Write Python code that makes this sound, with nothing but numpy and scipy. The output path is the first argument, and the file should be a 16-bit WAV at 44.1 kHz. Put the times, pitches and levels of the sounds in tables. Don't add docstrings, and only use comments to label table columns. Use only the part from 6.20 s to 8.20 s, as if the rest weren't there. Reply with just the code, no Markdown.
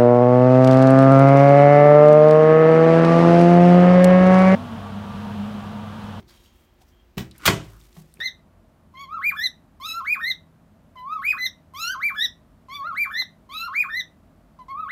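import sys
import numpy as np
from scipy import signal
from scipy.fft import rfft, irfft
from scipy.io import wavfile
from scipy.ndimage import uniform_filter1d

SR = 44100
rng = np.random.default_rng(int(sys.argv[2]) if len(sys.argv) > 2 else 0)


def magnitude_from_level(level_db):
    exponent = np.asarray(level_db, float) / 20
    return 10 ** exponent


def unload_wav(signal):
    wavfile.write(
        sys.argv[1],
        SR,
        np.round(np.clip(np.atleast_2d(signal).T, -1, 1) * 32767).astype(np.int16),
    )


N = 88332


def read(table, hz):
    table = np.array(table, float)
    return np.interp(np.log(np.maximum(hz, 1)), np.log(table[:, 0]), table[:, 1])


def unit(x):
    return x / np.sqrt(np.mean(x ** 2))


def coloured(table):
    gain = magnitude_from_level(read(table, np.fft.rfftfreq(N, 1 / SR)))
    return unit(irfft(rfft(rng.standard_normal(N)) * gain, N))


def band(x, hz, width_hz):
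    top = .45 * SR
    return signal.lfilter(*signal.iirpeak(min(hz, top), hz / min(width_hz, top), SR), x)


def narrow(x, hz, width_hz):
    return unit(band(band(x, hz, width_hz), hz, width_hz))


def ring(x, modes):
    out = 0
    for hz, db, t60 in modes:
        pole = np.exp(2j * np.pi * hz / SR - np.log(1000) / (t60 * SR))
        out = out + magnitude_from_level(db) * signal.lfilter([1], [1, -pole], x).imag
    return out


def decay(s, ms):
    t = np.arange(N) / SR - s
    return np.clip(t / 0.00038, 0, 1) * np.exp(-np.maximum(t, 0) / (ms / 1000))


def hump(s, length):
    return np.sin(np.pi * np.clip((np.arange(N) / SR - s) / length, 0, 1)) ** 2


def walk(rate):
    k = int(SR / rate)
    return unit(uniform_filter1d(uniform_filter1d(rng.standard_normal(N), k), k))


def pushes(rows):
    return sum(magnitude_from_level(db) * hump(s, ms / 1000) / (ms * SR / 2000) for s, db, ms, *_ in rows)


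def cracks(rows, colour):
    return coloured(colour) * sum(magnitude_from_level(db) * decay(s, ms) for s, _, _, db, ms in rows)


# [t/s, thump level/dB, push length/ms, crack level/dB, crack length/ms]
SLAM_HITS = [
    (1.2655, -27, 2, -28, 3.1),
    (1.2777, -30.5, 1.88, -5.5, 3.9),
    (1.281, -19, 0.91, -8.5, 1.8),
    (1.287, -24.5, 2.9, -9.5, 3),
    (1.2906, -19, 4, -13, 1),
    (1.2977, -24.5, 0.92, -13, 1.5),
    (1.3015, -35.5, 2.5, -20, 11),
    (1.33, -35, 2.5, -31, 51.6),
]
KNOCK_HITS = [
    (.9705, -37, 1.8, -37.5, 8.4),
    (.9752, -25.5, 1.93, -50, 1.6),
    (.9785, -44, 0.9, -20, 1.9),
    (.9812, -28, 2.28, -24.5, 7.1),
    (.99, -43, 2.2, -35, 31),
    (1.007, -32, 1.63, -45, 3.3),
]
TAP_HITS = [
    (.002, -46.5, 2.5, -45.5, 4.5),
    (1.767, -51.5, 1.6, -42.5, 4.9),
    (1.969, -55, 1.9, -80.5, 1.7),
    (1.9935, -48, 0.98, -46, 2.8),
]
# [t/s, level/dB, length/ms]
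CATCH_SNAPS = [
    (1.2548, -12, 3.8),
    (1.258, -2.5, 0.62),
    (1.259, -4, 0.77),
    (1.262, -5, 3.8),
    (1.2656, -12.5, 5.9),
    (1.2695, -19.5, 3),
    (1.273, -15.5, 3.3),
]
# [f/Hz, level/dB]
SLAM_COLOUR = [(180, -62), (300, -2), (1200, -3), (2140, -3), (3190, -2), (4600, -8), (6740, -9),
               (16000, -30.5)]
KNOCK_COLOUR = [(300, -5.5), (700, -6.5), (3000, -6.5), (6800, -15), (10500, -21.5), (16000, -15.5)]
SNAP_COLOUR = [(180, -41.5), (300, -14), (593, -17), (1120, 0), (3460, 3), (3760, -0.5), (10400, -7.5),
               (15000, -5.5), (16000, -38)]
# [f/Hz, level/dB, time to fall 60 dB/s]
PANE_MODES = [(1053, -11, 0.2), (1190, -13, 0.11), (1950, -10.5, 0.1), (2615, -11, 0.03), (3000, -17, 0.1)]


def door():
    crack = cracks(SLAM_HITS, SLAM_COLOUR) + cracks(KNOCK_HITS + TAP_HITS, KNOCK_COLOUR)
    snap = coloured(SNAP_COLOUR) * sum(magnitude_from_level(db) * decay(s, ms) for s, db, ms in CATCH_SNAPS)
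    pane = ring(magnitude_from_level(-20.5) * (crack + snap), PANE_MODES) / 30
    return .5 * (crack + snap) + pane


# [f/Hz, level/dB, time to fall 60 dB/s]
BODY_MODES = [(90, -12.5, 0.32), (107.9, 2, 0.33), (122.4, -2, .25), (154.8, -0.5, 0.28), (179, -4.5, 0.15),
              (200.9, -1.5, 0.16), (232, -6, 0.14), (298.5, -7.5, 0.33), (330, -5.5, 0.39),
              (383, 0.5, 0.33), (424.2, -4.5, 0.19), (673, -12.5, 0.38)]
KNOCK_MODES = [(120, 2.5, 0.12), (146, -7.5, .12), (187.8, 0, 0.14), (228, 4.5, 0.11), (323.7, -12.5, 0.49),
               (395.4, -2.5, 0.25), (660, -12.5, 0.099), (1040, -16.5, 0.17)]
# [t/s, level/dB, push length/ms]
FINGER_TAPS = [
    (1.769, -33.5, 5.26),
]
# [f/Hz, level/dB, time to fall 60 dB/s]
PANEL_MODES = [(157, 0.92, 0.35), (192, -0.75, 0.27)]
# [t/s, level/dB, push length/ms]
SWAY_PUSHES = [
    (1.31, -41, 9),
    (1.44, -44.5, 6.9),
    (1.5, -47.5, 9.3),
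]
# [f/Hz, level/dB, time to fall 60 dB/s]
CABINET_MODES = [(51.8, 0.0021, 0.71)]


def wood():
    tap = pushes(FINGER_TAPS)
    finger = ring(tap, PANEL_MODES[:1]) - ring(tap, PANEL_MODES[1:])
    low_cut = signal.butter(2, 95, "high", fs=SR, output="sos")
    slam = signal.sosfilt(low_cut, ring(pushes(SLAM_HITS + TAP_HITS), BODY_MODES))
    knock = ring(pushes(KNOCK_HITS), KNOCK_MODES)
    return (slam + knock + finger) / 2 + ring(pushes(SWAY_PUSHES), CABINET_MODES)


BLOW_TIMES = [
    .981,
    1.2551,
    1.2774,
    1.2813,
    1.296,
    1.7655,
    1.841,
]
# [f/Hz, level/dB, time to fall 60 dB/s]
BLOW_MODES = [
    [(1930, -37.5, .04), (2450, -34.5, .04), (3000, -35, 0.057), (4140, -35.5, .03), (5800, -39, 0.026)],
    [(1168, -18, 0.059), (3800, -21, 0.029)],
    [(1431, -14, 0.028), (2044, -9.5, .03), (2593, -14, 0.026), (3210, -15, .03), (4410, -13.5, 0.022),
     (6860, -10.5, 0.011), (9000, -14, 0.014)],
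    [(677.3, -24, 0.078), (1091, -15, 0.045)],
    [(1910, -19, .035), (3030, -24.5, 0.061)],
    [(670, -55, .05), (1122, -50, 0.035)],
    [(540, -58, 0.045)],
]


def clangs():
    out = 0
    for s, modes in zip(BLOW_TIMES, BLOW_MODES):
        blow = pushes([(s, 0, .1)])
        out = out + ring(blow, modes[1::2]) - ring(blow, modes[::2])
    return out


def scrape():
    start_s, end_s, end_db, rise_db = 1.196, 1.254, -39.5, 21
    t = np.arange(N) / SR
    grain = rng.standard_normal(N) * magnitude_from_level(3.9 * walk(270))
    pressure = magnitude_from_level(end_db + rise_db * (t - end_s).clip(-1, 0) / (end_s - start_s))
    pressure = pressure * (t > start_s) * (t < end_s)
    low = unit(band(band(grain, 1410, 460), 1410, 750))
    high = magnitude_from_level(-2) * unit(band(grain, 2050, 400))
    hiss = magnitude_from_level(-6) * unit(band(grain, 2700, 6000))
    return pressure * (low + high + hiss)


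# [f/Hz, width/Hz, level/dB]
HINGE_MODES = [(2800, 110, -15.5), (3210, 96, -6.5), (3800, 240, -7.5), (4630, 180, -10.5),
               (5570, 160, -11), (6600, 110, -12)]
# [t/s, level/dB]
HINGE_PRESSURE = [(.07, -105), (.095, -64), (.28, -66), (.31, -65), (.45, -66.5), (.6, -85), (.8, -66),
                  (.92, -93)]


def hinge():
    free_s, fade_db_per_s = .27, 127
    t = np.arange(N) / SR
    load = np.interp(t, *np.array(HINGE_PRESSURE).T, left=-120, right=-120)
    out = 0
    for hz, width_hz, db in HINGE_MODES:
        fade = fade_db_per_s * (t - free_s).clip(0) * (hz > 3500)
        level = magnitude_from_level(load + db + 2.2 * walk(25) - fade)
        out = out + level * unit(band(rng.standard_normal(N), hz, width_hz))
    return out


# [t/s, level/dB, f/Hz, width/Hz, length/ms]
TICK_EVENTS = [(0.027, -57, 3300, 2500, 2.3), (0.26, -59, 3220, 520, 7.9), (.979, -32, 11250, 810, 1.7),
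               (1.017, -50.5, 5700, 700, 4.1), (1.1125, -45, 3930, 2000, 4.6),
               (1.1115, -43.5, 7800, 4800, 0.7), (1.152, -56, 1700, 1200, 9), (1.4, -45, 1400, 450, 6.2),
               (1.1801, -44.5, 11000, 9600, 4.5), (1.2609, -3.5, 15000, 2000, 0.66),
               (1.2575, -11.5, 18000, 3000, 0.57), (2, -53.5, 3800, 1400, 22),
               (1.613, -47.5, 3650, 2300, 1.1), (1.728, -53, 4800, 5000, 2.6), (3.3, -66, 4660, 4940, 1.3),
               (1.9401, -43, 8800, 790, 1.4), (1.9399, -52.5, 4500, 1600, 1.44),
               (1.9395, -50.5, 12000, 3000, 2.8), (1.971, -50.5, 2240, 420, 1.8),
               (2.5, -52, 2370, 410, 2.3)]


def ticks():
    noise = rng.standard_normal(N)
    return sum(magnitude_from_level(db) * decay(s, ms) * narrow(noise, hz, width) for s, db, hz, width, ms in TICK_EVENTS)


# [t/s, length/s, level/dB, f/Hz]
RUSTLE_EVENTS = [(0.087, 0.083, -63.5, 1370), (1.769, 0.048, -62.5, 4160), (0.094, 0.012, -58.5, 9000),
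                 (0.139, 0.06, -63.5, 5900), (0.217, 0.077, -63.5, 5900), (0.328, 0.08, -68, 9000),
                 (0.418, 0.043, -68.5, 12000), (0.694, 0.036, -72, 13000), (0.612, 0.0082, -57, 2780),
                 (0.67, .02, -66, 9000), (1.136, 0.1, -60, 1300), (1.42, 0.273, -62, 4985),
                 (1.726, 0.085, -62, 5000), (1.82, 0.17, -69.5, 4160)]
# [t/s, length/s, level/dB, f/Hz]
NARROW_RUBS = [
    (0.093, 0.0079, -58, 4350),
    (0.68, 0.017, -70, 5800),
    (0.606, 0.026, -62, 790),
    (1.18, 0.088, -57, 300),
    (1.533, 0.052, -60.5, 1320),
    (1.769, 0.042, -63.5, 820),
    (1.844, 0.017, -66, 515),
    (1.993, .02, -60.5, 566),
]


def rustle():
    edge_s = 0.053
    t = np.arange(N) / SR
    grain = rng.standard_normal(N) * magnitude_from_level(2.5 * walk(200))

    def gate(s, length):
        return np.clip(np.minimum(t - s, s + length - t) / edge_s + .5, 0, 1)

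    out = 0
    for s, length, db, hz in RUSTLE_EVENTS:
        out = out + magnitude_from_level(db) * gate(s, length) * unit(band(grain, hz, 2.5 * hz))
    for s, length, db, hz in NARROW_RUBS:
        out = out + magnitude_from_level(db) * gate(s, length) * narrow(grain, hz, 0.54 * hz)
    return out


# [f/Hz, time to fall 60 dB/s]
ROOM_DECAY = [(60, 0.83), (250, 0.43), (1000, 0.22), (4000, 0.16), (10000, 0.24), (16000, 0.12)]


def room(x):
    gap_ms = 2.5
    t = np.arange(SR // 2) / SR
    tail = 0
    for hz in 45 * 2 ** np.arange(0, 8.6, .5):
        noise = band(rng.standard_normal(len(t)), hz, hz / 2.8)
        tail = tail + noise * magnitude_from_level(-60 * t / read(ROOM_DECAY, hz))
    tail = tail * np.clip(t * 1000 / gap_ms - 1, 0, 1)
    return magnitude_from_level(-7.5) * signal.fftconvolve(x, tail / np.sqrt(np.sum(tail ** 2)))[:N]


def lens():
    first_s, period_s, hz = .0275, .1025, 14200
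    times = first_s + period_s * np.arange(int(N / SR / period_s) + 1)
    beats = sum(decay(s, 1.5) for s in times)
    return magnitude_from_level(-69) * beats * narrow(rng.standard_normal(N), hz, 4000)


# [f/Hz, level/dB]
AIR_COLOUR = [(25, -3.5), (50, 6.5), (120, -7.5), (300, -18), (700, -17.5), (3000, -26), (10000, -37.5),
              (16000, -34.5)]
# [f/Hz, width/Hz, level/dB]
DRONE_BANDS = [(63, 24, -70), (235.7, 33, -70.5), (353.3, 3.2, -72.5)]


def air():
    hush = magnitude_from_level(-60.5 + 0.4 * walk(1.3)) * coloured(AIR_COLOUR)
    drone = 0
    for hz, width_hz, db in DRONE_BANDS:
        drone = drone + magnitude_from_level(db + 1.23 * walk(1.2)) * unit(band(rng.standard_normal(N), hz, width_hz))
    return hush + drone


def scene():
    loud = door() + scrape() + clangs()
    body = wood()
    small = ticks() + rustle() + hinge()
    tail = room(loud + magnitude_from_level(-9.5) * body + magnitude_from_level(-6) * small)
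    return (loud + body + small + tail + air() + lens())[None]


def top_cut(x):
    return signal.sosfilt(signal.butter(12, 16680, fs=SR, output="sos"), x)


# [f/Hz, level/dB]
MIC_COLOUR = [(300, 3.5), (8000, 0), (10600, -1.5), (14500, 2), (15500, -0.5), (16500, -3)]


def record(dry):
    peak_limit, knee = .88, 6
    gain = magnitude_from_level(read(MIC_COLOUR, np.fft.rfftfreq(2 * N, 1 / SR)))
    x = irfft(rfft(dry, 2 * N) * gain, 2 * N)[:, :N]
    x = signal.sosfilt(signal.butter(3, 45.7, "high", fs=SR, output="sos"), x)
    x = x / (1 + np.abs(x / peak_limit) ** knee) ** (1 / knee)
    x = signal.sosfilt(signal.ellip(9, .3, 45, 15950, fs=SR, output="sos"), x)
    return top_cut(x)


dry = scene()
out = record(dry)
unload_wav(out)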